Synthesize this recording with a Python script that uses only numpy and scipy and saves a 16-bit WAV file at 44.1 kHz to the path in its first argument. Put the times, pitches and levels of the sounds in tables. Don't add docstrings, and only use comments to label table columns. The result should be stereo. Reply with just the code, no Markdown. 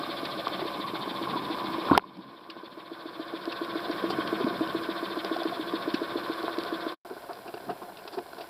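import sys
import numpy as np
from scipy import signal
from scipy.fft import rfft, irfft
from scipy.io import wavfile

SR = 44100
rng = np.random.default_rng(int(sys.argv[2]) if len(sys.argv) > 2 else 0)


def persist_wave(psi):
    counts = np.round(np.clip(psi, -1, 1) * 32767).astype(np.int16)
    wavfile.write(sys.argv[1], SR, np.atleast_2d(counts).T)


N = 374409
TIME = np.arange(N) / SR
HZ = np.fft.rfftfreq(N, 1 / SR)
FIRST_STROKE_S, CYCLE_S, ENGINE_GONE_S = 0.0865, 0.14115, 7.0
BAND_LIMIT_HZ = 15550

# pitch in Hz, gain in dB, seconds to fall 60 dB.
THUMP_MODES = [(265, -18, .07), (328, -4, .085), (445, -5.5, .05), (630, -3, .04), (1050, -10, .015)]
# time in seconds, relative level in dB.
THUMP_LEVELS = [(0.1, -27.5), (0.7, -27.5), (1.1, -23), (2.3, -24.5), (2.7, -21), (3.55, -18), (4.0, -18.5),
                (4.35, -16.5), (5.0, -21), (5.85, -19.5), (6.8, -22)]
# time in seconds, delay in seconds.
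STROKE_DELAYS = [(0.3, 0), (0.9, 0), (1.2, -.0048), (1.5, .0007), (1.8, 0), (2.06, -.005), (2.35, .001),
                 (2.9, .0035), (3.45, 0), (3.65, -.0044), (4.04, -.0024), (4.2, .0035), (4.6, .0027),
                 (5.03, -.002), (5.3, .002), (5.9, 0), (6.25, -.0035), (6.75, .0014)]
# centre in Hz, width in Hz, gain in dB, change in dB at full surge.
RASP_MODES = [(2010, 1900, -8, 3.5), (3135, 85, 0, 8), (3305, 73, -2.5, 7), (3428, 51, 6, -6),
              (3630, 194, 2.5, -4), (3910, 610, -4, -12), (4280, 71, -1.5, -2), (4500, 620, -8.5, -3)]
# time in seconds, relative level in dB.
RASP_LEVELS = [(0.2, -34), (1.2, -35), (3.3, -34.5), (4.1, -37), (5.5, -36.5), (6.8, -38)]
# centre in Hz, width in Hz, then gain in dB
HOUSING_MODES = [(335.8, 30, -8, -6.5, 2, -6), (484, 100, -12.5, -6.5, -2.5, -19), (562, 91, 0, -2, 0.5, 6),
                 (692, 71, -2, -11.5, -0.5, 6.5), (820, 200, -9.5, -6.5, -11.5, -2.5),
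                 (1022.6, 115, -6.5, 2.5, 0.5, 0.5), (1092, 61, -3, -2, 2, -1),
                 (1176, 110, -3.5, -4.5, -2.5, -17), (1360, 78, -23, -20.5, -8.5, -9),
                 (1511, 150, -9.5, -11.5, -2.5, -3), (1706, 350, -18, -17, -11.5, -11.5),
                 (2195, 54, -11.5, -12, -12, -9), (2406, 480, -20, -20.5, -20, -20),
                 (3480, 1140, -18, -19, -18.5, -15.5), (4130, 380, -18.5, -24, -18.5, -11.5),
                 (5120, 960, -23.5, -24.5, -21.5, -16)]
# time in seconds, relative level in dB.
DRONE_LEVELS = [(0, -32.5), (0.9, -32), (1.3, -31), (2.2, -28), (2.8, -31.5), (3.6, -30), (4.8, -31.5),
                (6.93, -32.5), (7.05, -43), (8.45, -45.5)]
# start in seconds, peak in dB, centre in Hz, length of the scatter in seconds.
HOUSING_KNOCKS = [(0.471, -10.5, 1100, 0.0017), (0.594, -14, 900, 0.001), (0.618, -16, 520, 0.0075),
                  (0.955, -17, 1400, 0.0013), (1.256, -17, 1300, 0.0011), (1.289, -19, 1030, 0.001),
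                  (1.33, -21, 1010, 0.011), (1.366, -19, 1050, 0.005), (1.585, -15.5, 1060, 0.0041),
                  (1.886, -15, 1200, 0.0057), (1.912, -6, 1030, 0.0084), (1.937, -16, 1200, 0.008),
                  (1.95, -15, 1300, 0.014), (1.995, -0.5, 2400, 0.003), (2.566, -12, 835, 0.0026),
                  (4.104, -13.5, 670, 0.0046), (4.122, -22.5, 650, 0.023), (4.401, -18, 564, 0.0089),
                  (4.506, -22, 280, 0.0081), (5.247, -16, 716, 0.0017), (6.434, -19, 680, 0.0027),
                  (6.481, -10, 1030, 0.0022), (7.052, -28, 990, 0.0065), (7.101, -23.5, 536, 0.0185),
                  (7.167, -24, 647, 0.002), (7.233, -33, 890, 0.019), (7.289, -24, 860, 0.022),
                  (7.453, -27.5, 814, 0.013), (7.479, -27.5, 650, 0.012), (7.54, -23, 557, 0.0061),
                  (7.571, -24.5, 760, 0.006), (7.638, -35, 397, 0.0041), (7.676, -29, 700, 0.002),
                  (7.764, -35, 650, 0.002), (7.687, -16, 700, 0.02), (7.813, -27.5, 825, 0.022),
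                  (7.881, -28.5, 750, 0.024), (8.053, -27, 668, 0.001), (8.076, -24.5, 850, 0.0066),
                  (8.129, -27, 830, 0.019), (8.17, -18, 614, 0.018), (8.334, -27, 815, 0.0027),
                  (8.383, -25, 760, 0.004), (8.399, -25, 700, 0.016)]
# centre in Hz, width in Hz, gain in dB.
KNOCK_RESONANCES = [(88, 27, -35), (147, 63, -4), (251, 110, -2), (347, 61.5, 6), (443.4, 130, 5),
                    (707, 180, 3.5), (895, 118, -6), (1045, 270, -1.5), (1396, 350, -3.5),
                    (2390, 1300, -23)]
# centre in Hz, width in Hz, gain in dB.
BOOM_MODES = [(85, 18, 3), (132, 49, 2), (192, 48, -3.5), (286, 77, 4.5), (475, 110, -5.5)]
# start in seconds, peak in dB ahead of the limiter.
CLICK_HITS = [(1.9772, 19.5), (1.98, 16.5)]
# centre in Hz, width in Hz, gain in dB.
CLICK_RESONANCES = [(427, 120, -10.5), (895, 180, 6.5), (1820, 2300, -19), (3080, 920, -13.5),
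                    (3730, 480, -23)]
# time of the peak in seconds, peak in dB, pitch in Hz, swell in seconds.
BUBBLE_NOTES = [(0.037, -22.5, 1120, 0.0026), (0.471, -16.5, 1130, 0.0023), (0.621, -26, 407, .004),
                (0.655, -29.5, 430, 0.0038), (0.85, -23, 1114, 0.009), (1.337, -21.5, 1080, 0.012),
                (1.374, -22, 960, .005), (1.901, -11.5, 1080, 0.0017), (1.932, -8, 1060, 0.0016),
                (1.9525, -7, 1380, 0.0016), (2.042, -9.5, 1040, .002), (4.447, -16, 244, .003),
                (5.366, -16, 700, 0.0018), (5.421, -18.5, 690, 0.0018), (5.527, -21, 690, 0.0031),
                (5.944, -16, 290, 0.0023), (7.31, -29, 721, 0.0055), (8.333, -30, 1430, 0.0012),
                (8.405, -28.5, 715, 0.0064)]
# start in seconds, relative level in dB, centre in Hz, length of the scatter in seconds.
WATER_TICKS = [(0.253, -16.5, 3080, 0.0043), (0.481, -15, 4470, 0.0011), (2.171, -19.5, 5200, 0.0024),
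               (2.499, -7.5, 3020, 0.0067), (3.455, -14.5, 5200, 0.0012), (3.52, -17, 3000, 0.0072),
               (3.648, -22, 6500, 0.001), (3.804, -22, 4500, 0.001), (3.913, -21.5, 4000, 0.0026),
               (4.099, -19, 4870, 0.012), (4.275, -16.5, 3400, 0.0028), (4.442, -21, 2500, 0.002),
               (4.675, -20, 3500, 0.0016), (5.247, -15.5, 5000, 0.0022), (5.367, -20.5, 4000, 0.0012),
               (5.433, -20, 4800, 0.0022), (5.939, -15, 3120, 0.0094), (6.337, -24, 6500, 0.0011),
               (6.429, -22, 4200, 0.0011), (6.5864, -16.5, 5500, 0.0018), (6.636, -17.5, 6000, 0.00087),
               (7.332, -29, 5200, 0.002), (7.477, -30, 2500, 0.0071), (7.54, -25, 2400, 0.0046),
               (7.577, -29, 1790, 0.0028), (7.693, -27, 2130, 0.019), (7.971, -27.5, 3520, 0.0035),
               (7.984, -35, 2800, 0.011), (8.076, -24, 3400, 0.006), (8.123, -31.5, 5000, 0.021),
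               (8.185, -25, 2250, 0.0052), (8.332, -33, 5000, 0.002), (8.381, -33, 3800, 0.0096),
               (8.407, -27.5, 3420, 0.011)]
# centre in Hz, width in Hz, gain in dB.
TICK_MODES = [(1550, 590, 9), (2680, 570, 4), (3720, 1400, -1.5), (4640, 1900, 1.5)]
# centre in Hz, width in Hz, gain in dB.
SPIKE_MODES = [(7500, 3000, 0.5), (11000, 7000, -4)]
# centre in Hz, width in Hz, gain in dB.
RUMBLE_MODES = [(91.7, 22, -27), (133, 28, -5), (194.4, 36.5, 1.5), (288, 167, -1)]
# time in seconds, level in dB.
RUMBLE_LEVELS = [(0, -43.5), (1.7, -41), (3.5, -46.5), (6.93, -48.5), (7.05, -59.5), (8.45, -59)]
# time of the crest in seconds, level in dB, half length in seconds.
WATER_SURGES = [(1.414, -38.5, 0.091), (1.932, -25.5, 0.02), (2.175, -30.5, 0.14), (4.2, -37, 0.1),
                (4.487, -38.5, 0.17), (7.702, -43, 0.028)]
# frequency in Hz, relative density in dB.
HISS_SPECTRUM = [(25, 2.5), (100, 11), (500, 13), (1000, 12.5), (2000, 5.5), (3100, 2.5), (3800, -3),
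                 (5200, -3), (6400, 1.5), (7800, -3), (12000, 1.5), (15000, -1.5)]
# frequency in Hz, dB against the left, lag in radians.
RIGHT_MIC = [(89, -9.5, 0.22), (140, -3.5, 0.15), (165, 0.5, 0.1), (206, -4.5, 0.05), (333, 0.5, 0.34),
             (382, 3.5, 1.04), (461, -0.5, 2.2), (474, 1.5, 2.24), (560, -8, 2.56), (680, -20.5, 0.63),
             (1040, -34, 4.2), (4980, -26, 5.1)]
# time in seconds, gain in dB.
PAUSE_GAIN = [(6.93, 0), (6.944, -10), (6.966, -56), (7.047, -56), (7.049, 0)]


def thumps(level_db=2, uneven_db=1.0, attack_s=.0038):
    out, t = np.zeros(N), np.arange(SR // 8) / SR
    attack = 1 - np.exp(-(t / attack_s) ** 2)
    for s, db in strokes(THUMP_LEVELS, uneven_db):
        detune = .012 * rng.standard_normal(len(THUMP_MODES))
        colour_db = 1.1 * rng.standard_normal(len(THUMP_MODES))
        thump = np.zeros(len(t))
        for k, (hz, mode_db, t60) in enumerate(THUMP_MODES):
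            decay = amp(mode_db + colour_db[k]) * 1000 ** (-t / t60)
            thump += (-1) ** k * decay * np.sin(2 * np.pi * hz * (1 + detune[k]) * t)
        add(out, s, amp(db + level_db) * blow(attack * thump, length=.005, scatter=.22))
    return out


def strokes(levels, uneven_db):
    s = np.arange(FIRST_STROKE_S - CYCLE_S, ENGINE_GONE_S, CYCLE_S)
    return zip(s + curve(STROKE_DELAYS, s), curve(levels, s) + uneven_db * rng.standard_normal(len(s)))


def rasps(first_s=0.028, second_s=0.0967, second_db=-1.5, lead_s_per_khz=0.0046, level_db=1.95):
    swell = np.zeros(N)
    t = np.arange(SR // 5) / SR - .1
    for s, db in strokes(RASP_LEVELS, uneven_db=-0.5):
        for delay, stroke_db in ((first_s, 0), (second_s, second_db)):
            width_s, slip_s = rng.uniform(.012, .0135), rng.uniform(-.001, .001)
            add(swell, s + t[0] + delay + slip_s, amp(db + stroke_db) * np.exp(-.5 * (t / width_s) ** 2))
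    swell *= amp(.8 * wander(120))
    chatter = 1 + .6 * np.cos(phase(335 + 25 * wander(30)))
    surge = bell(s=4.19, half_s=0.18)
    whole = np.linalg.norm(resonances([mode[:3] for mode in RASP_MODES], HZ))
    out = np.zeros(N)
    for hz, width, db, surge_db in RASP_MODES:
        gain = resonances([(hz, width, db)], HZ)
        share = np.linalg.norm(gain) / whole
        lead_s = lead_s_per_khz * (hz - 3500) / 1000
        band = coloured(chatter * rng.standard_normal(N), gain)
        band *= amp(surge_db * surge + .7 * wander(5))
        out += share * band * np.interp(TIME + lead_s, TIME, swell)
    return amp(level_db) * out


def drone(level_db=1):
    hz, width, *colours = np.transpose(HOUSING_MODES)
    clatter = rng.standard_normal(N) * amp(1.7 * wander(300) + .6 * wander(15))
    near = np.interp(TIME, [0.55, 0.9], [0, 1])
    turned = np.interp(TIME, [1.8, 3.4], [0, 1])
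    gone = (TIME > ENGINE_GONE_S) * 1.
    shares = [1 - near, near - turned, turned * (1 - gone), gone]
    body = sum(share * coloured(clatter, resonances(zip(hz, width, db), HZ))
               for share, db in zip(shares, colours))
    return body * amp(level_db + curve(DRONE_LEVELS))


def knock(db, centre_hz, length):
    response = ring(centred(KNOCK_RESONANCES, centre_hz))
    return amp(db) * blow(response, length, scatter=(length / .006) ** 2)


def knocks():
    out = np.zeros(N)
    for s, db, centre_hz, length in HOUSING_KNOCKS:
        add(out, s, knock(db, centre_hz, length))
    return out


def bump(s=1.9125, level_db=-10.5, bounce_s=0.0038, bounce=0.65):
    boom, out = ring(BOOM_MODES), np.zeros(N)
    boom = amp(level_db) * boom / abs(boom).max()
    add(out, s, boom)
    add(out, s + bounce_s, bounce * boom)
    return out


def judder(peak_db=-18.5, pitch_hz=135, waver=0.1):
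    groan = np.sin(phase(pitch_hz * (1 + waver * wander(60))))
    return amp(peak_db) * bell(s=1.936, half_s=0.029) * groan


def click():
    snap, out = ring(CLICK_RESONANCES), np.zeros(N)
    for s, db in CLICK_HITS:
        add(out, s, amp(db) * snap / abs(snap).max())
    return out


def bubbles(rise_per_s=2.3):
    out, t = np.zeros(N), np.arange(-SR // 50, SR // 12) / SR
    for s, db, hz, swell_s in BUBBLE_NOTES:
        envelope = np.exp(1 - t / swell_s - np.exp(-t / swell_s))
        note = np.sin(2 * np.pi * hz * t * (1 + rise_per_s * t / 2))
        add(out, s + t[0], amp(db) * envelope * note)
    return out


def ticks(level_db=-2, wall_hz=5500, spike_db=-15, spike_db_per_octave=14):
    out, spike = np.zeros(N), ring(SPIKE_MODES, BAND_LIMIT_HZ)
    for s, db, centre_hz, length in WATER_TICKS:
        body = ring(centred(TICK_MODES, centre_hz), wall_hz)
        scatter = length / 0.0019
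        brightness = amp(spike_db + spike_db_per_octave * np.log2(centre_hz / wall_hz))
        tick = blow(body, length, scatter) + brightness * blow(spike, length, scatter)
        add(out, s, amp(db + level_db) * tick)
    return out


def gurgles(count=48, level_db=-32, running_db=4, spread_db=4.5, centre_hz=900, length_s=0.0063):
    out = np.zeros(N)
    for k, (place, size, pitch, span) in enumerate(rng.uniform(-1.1, 1, (count, 4))):
        s = (k + .5 + place / 2) * N / SR / count
        db = level_db + running_db * (s < ENGINE_GONE_S) + spread_db * size
        add(out, s, knock(db, centre_hz * 2 ** (0.18 * pitch), length_s * 2 ** span))
    return out


def rumble(lump_db=3):
    steady_power = amp(curve(RUMBLE_LEVELS)) ** 2
    surge_power = sum(amp(db) ** 2 * bell(s, half_s) for s, db, half_s in WATER_SURGES)
    lumps = rng.standard_normal(N) * amp(lump_db * wander(37.5))
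    return coloured(lumps, resonances(RUMBLE_MODES, HZ)) * np.sqrt(steady_power + surge_power)


def crackle(level_db=-44, pop_db=4, running_db=3.0):
    snaps = shower(ring(TICK_MODES), per_s=90, length=.0015, scatter=.8)
    pops = shower(ring(KNOCK_RESONANCES[4:9]), per_s=90, length=.0015, scatter=.8)
    return amp(level_db + running_db * (TIME < ENGINE_GONE_S)) * (snaps + amp(pop_db) * pops)


def fizz(level_db=-53):
    return amp(level_db) * shower(ring(SPIKE_MODES, BAND_LIMIT_HZ), per_s=45, length=.001, scatter=1)


def whine(pitch_hz=5094, level_db=-62, waver_hz=2, later_db=-5):
    tone = np.sin(phase(pitch_hz + waver_hz * wander(11)))
    return amp(level_db + later_db * (TIME > ENGINE_GONE_S)) * tone


def hiss(level_db=-50.0, waver_db=0.87, later_db=-1):
    gain = amp(spectrum(HISS_SPECTRUM))
    pair = [coloured(noise, gain) * amp(waver_db * wander(17)) for noise in rng.standard_normal((2, N))]
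    return amp(level_db + later_db * (TIME > ENGINE_GONE_S)) * np.array(pair)


def amp(db):
    return 10 ** (np.asarray(db) / 20)


def unit_rms(x):
    return x / np.sqrt(np.mean(x ** 2) + 1e-20)


def phase(hz):
    return 2 * np.pi * np.cumsum(hz) / SR


def bell(s, half_s):
    return np.exp(-((TIME - s) / half_s) ** 2)


def curve(points, s=TIME):
    return np.interp(s, *np.transpose(points))


def spectrum(points, column=1):
    points = np.array(points)
    return np.interp(np.log(HZ + 1), np.log(points[:, 0] + 1), points[:, column])


def add(mix, s, sound):
    start = round(s * SR)
    sound = sound[max(-start, 0):]
    part = mix[max(start, 0):][:len(sound)]
    part += sound[:len(part)]


def wander(rate_hz, size=16384):
    hz = np.fft.rfftfreq(size, N / SR / size)
    slow = irfft(rfft(rng.standard_normal(size)) * np.exp(-(hz / rate_hz) ** 2))
    return np.interp(TIME, np.linspace(0, N / SR, size), unit_rms(slow))


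def resonances(modes, hz, wall_hz=5300, bass_hz=65):
    power = sum((amp(db) / (1 + (2 * (hz - f) / width) ** 2)) ** 2 for f, width, db in modes)
    return np.sqrt(power / (1 + (hz / wall_hz) ** 26) / (1 + (bass_hz / (hz + 1)) ** 4))


def centred(modes, centre_hz, fall_db_per_octave=9):
    return [(hz, width, db - fall_db_per_octave * abs(np.log2(hz / centre_hz))) for hz, width, db in modes]


def coloured(x, gain):
    return unit_rms(irfft(rfft(x) * gain, N))


def ring(modes, wall_hz=5300):
    gain = resonances(modes, np.fft.rfftfreq(4096, 1 / SR), wall_hz)
    log_gain = np.log(np.maximum(gain / gain.max(), 1e-5))
    mirrored = np.concatenate([log_gain, log_gain[-2:0:-1]])
    return np.fft.ifft(np.exp(np.conj(signal.hilbert(mirrored)))).real


def blow(response, length, scatter):
    age = np.arange(len(response)) / SR / max(length, 1 / SR)
    contacts = rng.standard_normal(len(age)) * age * np.exp(-2 * age)
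    contacts = scatter * contacts / np.linalg.norm(contacts)
    contacts[0] += 1
    sound = signal.fftconvolve(contacts, response)[:len(age)]
    return sound / abs(sound).max()


def shower(response, per_s, length, scatter, spread_db=3.5):
    sizes = amp(spread_db * np.minimum(rng.exponential(1, N), 3))
    hits = rng.random(N) < per_s / SR
    return signal.oaconvolve(sizes * hits, blow(response, length, scatter))[:N]


def scene(right_rumble_db=-9):
    left = thumps() + rasps() + drone() + rumble() + whine()
    left += knocks() + bubbles() + gurgles() + ticks() + crackle() + fizz() + bump() + click()
    muffling = amp(spectrum(RIGHT_MIC)) * np.exp(-1j * spectrum(RIGHT_MIC, column=2))
    right = irfft(rfft(left) * muffling, N) + amp(right_rumble_db) * rumble()
    rocking = judder()
    return np.array([left + rocking, right - rocking]) + hiss()


def record(dry, recovery_db_per_s=10, attack_s=0.001, ceiling=.78, notch_hz=6450, notch_width_hz=1300):
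    over_db = np.maximum(20 * np.log10(abs(dry).max(0) + 1e-9), 0)
    recovery = recovery_db_per_s * TIME
    duck_db = np.maximum.accumulate(over_db + recovery) - recovery
    pole = np.exp(-1 / (attack_s * SR))
    duck_db = signal.lfilter([1 - pole], [1, -pole], duck_db)
    out = np.clip(dry * amp(-duck_db), -ceiling, ceiling)
    out = signal.lfilter(*signal.iirnotch(notch_hz, notch_hz / notch_width_hz, SR), out)
    out *= amp(curve(PAUSE_GAIN))
    lowpass = signal.firwin(511, BAND_LIMIT_HZ, window=("kaiser", 9), fs=SR)
    return signal.oaconvolve(out, lowpass[None], "same")


dry = scene()
out = record(dry)
persist_wave(out)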